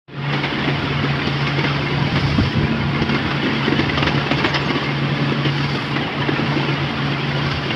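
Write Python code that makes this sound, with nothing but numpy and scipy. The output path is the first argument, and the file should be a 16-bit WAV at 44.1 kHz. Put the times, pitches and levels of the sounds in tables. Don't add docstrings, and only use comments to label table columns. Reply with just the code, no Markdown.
import sys
import numpy as np
from scipy import signal
from scipy.fft import rfft, irfft
from scipy.io import wavfile
from scipy.ndimage import uniform_filter1d, minimum_filter1d

SR = 44100
rng = np.random.default_rng(int(sys.argv[2]) if len(sys.argv) > 2 else 0)


def log_audio(samples):
    frames = np.atleast_2d(samples).T
    limited = np.clip(frames, -1, 1)
    pcm = np.round(limited * 32767).astype(np.int16)
    wavfile.write(sys.argv[1], SR, pcm)


N = 341775
TIME = np.arange(N) / SR
AGE = np.arange(SR // 5) / SR

# (frequency [Hz], relative level [dB])
STREAM_SPECTRUM = [(60, 3), (300, -7.5), (1000, -5), (3000, -10.5), (5300, -17), (6500, -43), (15000, -55)]
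# (frequency [Hz], relative level [dB])
WIND_SPECTRUM = [(12, -46), (30, -27), (42, -17), (55, -21.5), (76, -0.5), (105, -2), (150, -4), (260, -14),
                 (600, -37)]
# (peak time [s], level [dB], rise [s], fall [s])
WIND_GUSTS = [(0.82, -30.5, .08, .7), (2.48, -24, 0.67, .8), (3.9, -28, 0.18, 0.68), (7.6, -29, .12, 0.12)]
# (time [s], relative level [dB])
WIND_BUMPS = [(2.013, -12), (2.118, -7), (2.371, -5), (2.409, -8), (2.568, -4), (2.629, -9), (2.999, -16),
              (4.179, -10)]

FIRING_HZ, COMPRESSOR_HZ = 141.6, 225.0
# (time [s], level [dB])
DRONE_LEVELS = [(0.25, -24.5), (0.4, -23), (1.5, -21.5), (2.0, -27.5), (2.25, -20.5), (2.7, -24.5),
                (4.5, -25), (5.2, -22), (6.2, -25.5), (7.75, -22.5)]
# (time [s], depth [dB], half-width [s])
DRONE_DIPS = [(0.53, 9, 0.08), (1.23, 11, 0.051), (2.52, 17, 0.055), (3.46, 7, 0.061), (4.46, 11, 0.037),
              (4.68, 5, 0.061), (5.8, 5, 0.058), (6.1, 17, 0.056), (6.94, 9, 0.056), (7.75, 11, 0.17)]
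# (multiple of the firing rate, level [dB])
ENGINE_OVERTONES = [(2, -37.5), (3, -45), (4, -45.5), (5, -45.5), (6, -49.5), (7, -44), (8, -47.5),
                    (9, -57.5), (10, -43.5), (11, -49), (12, -48.5), (15, -50)]
# (time [s], relative level [dB])
HUM_LEVELS = [(0.3, -34), (2.2, -36), (2.45, -23.5), (2.9, -24.5), (3.9, -28.5), (4.55, -37), (5.3, -28),
              (5.65, -36), (6.0, -29), (7.75, -34.5)]
# (pitch [Hz], relative level [dB])
PUMP_TONES = [(795.0, -46), (1192.5, -49)]

# (time [s], relative level [dB])
AIRFLOW_LEVELS = [(0.3, -53), (0.42, -41.5), (1.1, -40), (1.6, -39), (2.4, -35.5), (2.72, -46), (3.15, -40),
                  (3.45, -39.5), (4.0, -36), (4.7, -36.5), (5.1, -41), (5.65, -35.5), (6.12, -51),
                  (6.55, -36), (7.05, -41.5), (7.75, -36.5)]
# (time [s], relative level [dB])
FEED_LEVELS = [(0.3, -27.5), (0.38, -26.5), (0.46, -25), (1.65, -25), (2.65, -28), (3.05, -26.5),
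               (3.35, -24.5), (4.4, -25.5), (4.8, -26), (5.4, -26.5), (5.7, -27.8), (6.15, -27),
               (6.55, -24.5), (7.1, -26), (7.75, -26)]
# (start [s], length [s], lip singing [dB], extra mist [dB])
FREE_AIR_SPELLS = [(1.327, 0.43, -45, 0), (2.133, 0.42, -44.5, 3.5), (4.547, 0.033, -31, -4),
                   (5.556, 0.39, -66, 5), (7.433, 0.23, -50, 2)]
# (pitch [Hz], width [Hz], level against the hiss [dB])
NOZZLE_RESONANCES = [(3153, 58, -7), (4610, 69, -7)]
# (frequency [Hz], relative level [dB])
HOSE_SPECTRUM = [(60, -38), (110, -3.5), (165, 1), (200, -1.5), (270, 0.5), (340, -0.5), (410, -6.5),
                 (520, -9.5), (800, -50)]
MIST_SPECTRUM = [(5000, -7), (7000, 4.5), (8400, -3), (9400, -2), (11200, -0.5), (12200, -15), (13400, -10),
                 (14200, -13), (15400, -18)]
AIR_SPECTRUM = [(2500, -15), (3100, 1), (3450, 0), (4000, -4.5), (4650, 1.5), (4950, -1), (5450, -2.5),
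                (5750, -11), (6400, -21.5), (8400, -42), (12000, -47)]
SPRAY_SPECTRUM = [(300, 7.5), (520, -0.5), (1150, 2), (1450, 0), (2130, 2.5), (2450, -1.5), (2850, 0.5),
                  (3400, -3.5), (3850, -9), (5300, -17), (6200, -34), (8000, -45), (11000, -43.5),
                  (15000, -71)]
THUD_SPECTRUM = [(100, -17), (190, -7.5), (280, 3.5), (360, 0), (480, -9.5), (800, -33)]
# (time [s], length [s], start pitch [Hz], end pitch [Hz], relative level [dB])
WHISTLE_GLIDES = [(4.315, .04, 7100, 6300, -52), (4.443, 0.066, 7600, 6100, -51),
                  (4.483, 0.028, 6150, 6550, -46), (4.608, .04, 7460, 6900, -54),
                  (4.64, 0.05, 6500, 6350, -54)]
# (time [s], spatter [dB], thud [dB], hiss [dB], length [s], pitch of the air pocket [Hz])
CONCRETE_SLUGS = [(0.325, -21, -27, -37, 0.042, 2020), (0.433, -19, -24, -44, 0.035, 2190),
                  (0.673, -23, -19.5, -44, 0.032, 2040), (1.036, -35, -17.5, -45, .022, 1300),
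                  (1.269, -24, -15.5, -29.5, 0.019, 1180), (1.467, -22, -22, -33, .027, 2180),
                  (1.587, -19.5, -17.5, -31, 0.013, 2230), (1.639, -22, -16.5, -44, 0.026, 2050),
                  (2.155, -19.5, -20, -45, 0.046, 2090), (2.383, -30, -15, -42, 0.024, 2100),
                  (3.017, -26, -14, -31, 0.018, 2650), (3.09, -21.5, -22, -32, 0.017, 1435),
                  (3.144, -18, -22, -30, 0.014, 2125), (3.306, -20, -29, -37, 0.018, 1156),
                  (3.461, -31, -18, -44, 0.031, 1620), (3.678, -21, -12.5, -41, 0.013, 2106),
                  (3.72, -24, -17, -46, 0.022, 1650), (3.788, -19.5, -20, -32, 0.025, 1980),
                  (3.892, -19, -17, -36, 0.011, 2020), (3.973, -18.5, -28, -28, 0.023, 1205),
                  (4.024, -18, -15, -32, 0.012, 2790), (4.066, -16, -17.5, -26.5, 0.03, 1600),
                  (4.172, -27, -29, -40, 0.018, 1125), (4.262, -22.5, -21, -42, 0.017, 2620),
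                  (4.309, -16.5, -16, -34, 0.022, 2134), (4.4, -20.5, -20, -43, 0.013, 1170),
                  (4.442, -15, -16, -35, .031, 1846), (4.541, -18, -38, -23.5, 0.019, 2040),
                  (4.557, -19.5, -32, -48, 0.023, 2680), (4.702, -20, -15, -33, .017, 1140),
                  (4.75, -24.5, -20.5, -47, 0.037, 1160), (5.318, -25, -20, -39, 0.026, 2060),
                  (5.447, -21.5, -20.5, -35, 0.037, 3080), (5.577, -27, -29, -32, 0.019, 2990),
                  (5.96, -21, -21, -41, 0.018, 2000), (6.282, -22, -14, -42, 0.017, 1600),
                  (6.56, -35, -17.5, -39, 0.032, 1590), (7.512, -23.5, -33, -29, 0.017, 1530),
                  (7.704, -19.5, -23, -36, 0.014, 2800)]
# (time [s], level [dB])
FADE_LEVELS = [(0, -100), (.072, -70), (.082, -20), (.13, -14), (.19, -8), (.25, -3), (.32, 0)]


def from_db(db):
    return 10 ** (np.asarray(db) / 20)


def rms_one(x):
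    return x / np.sqrt(np.mean(x ** 2) + 1e-20)


def in_time(rows):
    times, levels = np.transpose(rows)
    return np.interp(TIME, times, levels)


def drift(rate):
    step, warm_up = 20, 4000
    pole = np.exp(-2 * np.pi * rate * step / SR)
    white = rng.standard_normal(N // step + warm_up + 2)
    slow = signal.lfilter([1], [1, -2 * pole, pole * pole], white)[warm_up:]
    return np.interp(np.arange(N) / step, np.arange(len(slow)), rms_one(slow))


def colour(x, spectrum):
    hz, db = np.transpose(spectrum)
    bin_hz = np.maximum(np.arange(N // 2 + 1) * SR / N, 1)
    bin_db = np.interp(np.log(bin_hz), np.log(hz), db, left=-80, right=-80)
    return rms_one(irfft(rfft(x) * from_db(bin_db), N))


def noise(spectrum):
    return colour(rng.standard_normal(N), spectrum)


def grit(spectrum, per_s, size_db):
    sizes = from_db(size_db * np.minimum(rng.exponential(1, N), 4))
    hits = rng.random(N) < per_s / SR
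    return colour(hits * sizes * rng.standard_normal(N), spectrum)


def puff(length_s, rise_s):
    return (1 - np.exp(-AGE / rise_s)) * np.exp(-(AGE / max(length_s, rise_s)) ** 2)


def hump(peak_s, rise_s, fall_s):
    return np.exp(-((TIME - peak_s) / np.where(TIME < peak_s, rise_s, fall_s)) ** 2)


def spell(start_s, length_s, edge_s=0.056):
    inside_s = np.minimum(TIME - start_s, start_s + length_s - TIME)
    return np.clip(0.5 + inside_s / edge_s, 0, 1)


def placed(events):
    out = np.zeros(N + SR)
    for s, sound in events:
        out[int(s * SR):][:len(sound)] += sound
    return out[:N]


def stream():
    return from_db(-32.5) * noise(STREAM_SPECTRUM)


def wind(breeze_db=-38):
    gusts = [from_db(db) * hump(s, rise_s, fall_s) for s, db, rise_s, fall_s in WIND_GUSTS]
    strength = np.sqrt(from_db(breeze_db) ** 2 + np.sum(np.square(gusts), axis=0))
    rumble = strength * from_db(2.0 * drift(7.1))
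    bumps = placed((s, from_db(db - 6.5) * puff(length_s=0.019, rise_s=0.0071)) for s, db in WIND_BUMPS)
    return (rumble + bumps) * noise(WIND_SPECTRUM)


def with_echoes(x, echo_db, cutoff_hz):
    dull = signal.sosfilt(signal.butter(1, cutoff_hz, fs=SR, output="sos"), x)
    delays = (rng.uniform(0.015, 0.11, size=6) * SR).astype(int)
    return x + from_db(echo_db) * sum(np.pad(dull, (delay, 0))[:N] for delay in delays)


def far_tone(hz, clock, waver_db, waver_rate):
    phase = 2 * np.pi * (hz * clock + rng.random()) + 0.34 * drift(2.5)
    return rms_one(np.sin(phase) * from_db(waver_db * drift(waver_rate)))


def machinery(clock):
    drone_db = in_time(DRONE_LEVELS) - sum(db * hump(s, width, width) for s, db, width in DRONE_DIPS)
    drone = from_db(drone_db) * far_tone(FIRING_HZ, clock, waver_db=2.4, waver_rate=13.3)
    overtones = sum(from_db(db) * far_tone(k * FIRING_HZ, clock, waver_db=3.5, waver_rate=1.8)
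                    for k, db in ENGINE_OVERTONES)
    hum = from_db(in_time(HUM_LEVELS) - 2) * far_tone(COMPRESSOR_HZ, clock, waver_db=3.5, waver_rate=6.3)
    whine = sum(from_db(db - 1) * far_tone(hz, clock, waver_db=3.5, waver_rate=4.4)
                for hz, db in PUMP_TONES)
    return drone + overtones + hum + whine


def hose_rumble(feed_db, lumps, free_air):
    extra_feed_db = feed_db + 26
    level_db = -28 + 0.2 * extra_feed_db - 2.5 * free_air
    return from_db(level_db + 1.92 * lumps + 1.7 * drift(4.3)) * noise(HOSE_SPECTRUM)


def mist(air_db, lumps, boost_db):
    extra_air_db = air_db + 40
    level_db = -66 + 0.35 * extra_air_db + boost_db
    return from_db(level_db + lumps + drift(9)) * noise(MIST_SPECTRUM)


def ringing_air(hz, width_hz):
    pole = np.exp(-np.pi * width_hz / SR)
    feedback = [1, -2 * pole * np.cos(2 * np.pi * hz / SR), pole * pole]
    return rms_one(signal.lfilter([1, 0, -1], feedback, noise(AIR_SPECTRUM)))


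def air_hiss(air_db, lumps, free_air):
    hiss = grit(AIR_SPECTRUM, per_s=16000, size_db=2.0)
    ringing = sum(from_db(db + 3.6 * drift(16)) * ringing_air(hz, width_hz)
                  for hz, width_hz, db in NOZZLE_RESONANCES)
    return from_db(air_db - 3 + 2.5 * free_air + 2 * lumps) * (hiss + ringing)


def gravel(feed_db, lumps, per_s=220, ring_s=0.012, size_db=12.5):
    age = AGE[:SR // 12]
    shape = (1 - np.exp(-age / 0.0017)) * np.exp(-age / ring_s)
    knocks = []
    for pitch, when, size, phase in rng.random((int(per_s * N / SR), 4)):
        hz = 450 + 3200 * pitch
        tone = np.sin(2 * np.pi * (hz * age + phase))
        knocks.append((when * N / SR, from_db(size_db * size) * shape * tone))
    return from_db(feed_db - 4.5 + 1.1 * lumps) * colour(placed(knocks), SPRAY_SPECTRUM)


def whistles():
    glides = []
    for s, length_s, start_hz, end_hz, db in WHISTLE_GLIDES:
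        hz = np.linspace(start_hz, end_hz, int(length_s * SR))
        flicker = 0.6 + 0.8 * drift(150)[int(s * SR):][:len(hz)]
        swell = np.sqrt(np.hanning(len(hz)))
        tone = np.sin(2 * np.pi * np.cumsum(hz) / SR)
        glides.append((s, from_db(db + 2.5) * swell * flicker * tone))
    return placed(glides)


def slugs():
    spatters, thuds, hisses, rings = [], [], [], []
    flutter = 0.5 * drift(140)
    for s, spatter_db, thud_db, hiss_db, length_s, ring_hz in CONCRETE_SLUGS:
        burst = puff(length_s, rise_s=0.0014)
        spatters.append((s, from_db(spatter_db) * burst))
        thuds.append((s, from_db(thud_db) * burst))
        hisses.append((s, from_db(hiss_db) * burst))
        wobble = np.take(flutter, int(s * SR) + np.arange(len(AGE)), mode="wrap")
        tone = np.sin(2 * np.pi * ring_hz * AGE + wobble)
        ring_db = -20 + 0.92 * (spatter_db + 21)
        rings.append((s, from_db(ring_db) * puff(length_s=0.016, rise_s=0.0037) * tone))
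    spatter = placed(spatters) * grit(SPRAY_SPECTRUM, per_s=9000, size_db=3.0)
    thud = placed(thuds) * noise(THUD_SPECTRUM)
    hiss = placed(hisses) * noise(AIR_SPECTRUM)
    return spatter + thud + hiss + placed(rings)


def sputter(per_s, fall_s, rise_s, spread_db):
    lumps = (rng.random(N) < per_s / SR) * from_db(spread_db * rng.random(N))
    poles = np.exp(-1 / (np.array([fall_s, rise_s]) * SR))
    level = signal.lfilter([1], np.poly(poles), lumps + 1e-18)
    return rms_one(level - level.mean())


def spray_roar(feed_db, lumps, clock):
    throb = 1 + 0.037 * np.cos(2 * np.pi * FIRING_HZ * clock)
    return from_db(feed_db - 2.3 + 0.63 * lumps) * throb * grit(SPRAY_SPECTRUM, per_s=9000, size_db=1.0)


def nozzle(clock):
    feed_db, air_db = in_time(FEED_LEVELS), in_time(AIRFLOW_LEVELS)
    starts, lengths, lip_db, extra_mist_db = np.transpose(FREE_AIR_SPELLS)
    spells = np.array([spell(start, length) for start, length in zip(starts, lengths)])
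    free_air = spells.sum(axis=0)
    lumps = sputter(per_s=110, fall_s=0.013, rise_s=0.0016, spread_db=7.5)
    concrete = spray_roar(feed_db, lumps, clock) + gravel(feed_db, lumps)
    hose = hose_rumble(feed_db, lumps, free_air)
    hiss = air_hiss(air_db, lumps, free_air)
    lip = (from_db(lip_db) @ spells) * ringing_air(hz=5170, width_hz=78)
    return concrete + hose + hiss + lip + mist(air_db, lumps, boost_db=extra_mist_db @ spells)


def scene():
    clock = np.cumsum(1 + 0.00056 * drift(1.35)) / SR
    spray = with_echoes(nozzle(clock) + slugs() + whistles(), echo_db=-20, cutoff_hz=3500)
    return (stream() + machinery(clock) + wind() + spray)[None]


def record(dry, ceiling=0.9, cutoff_hz=15500):
    faded = dry * from_db(in_time(FADE_LEVELS))
    safe_gain = np.minimum(1, ceiling / (np.abs(faded) + 1e-9))
    smooth_gain = uniform_filter1d(minimum_filter1d(safe_gain, size=221), size=221)
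    treble_cut = signal.ellip(10, 0.1, 90, cutoff_hz, fs=SR, output="sos")
    return signal.sosfilt(treble_cut, faded * smooth_gain)


dry = scene()
out = record(dry)
log_audio(out)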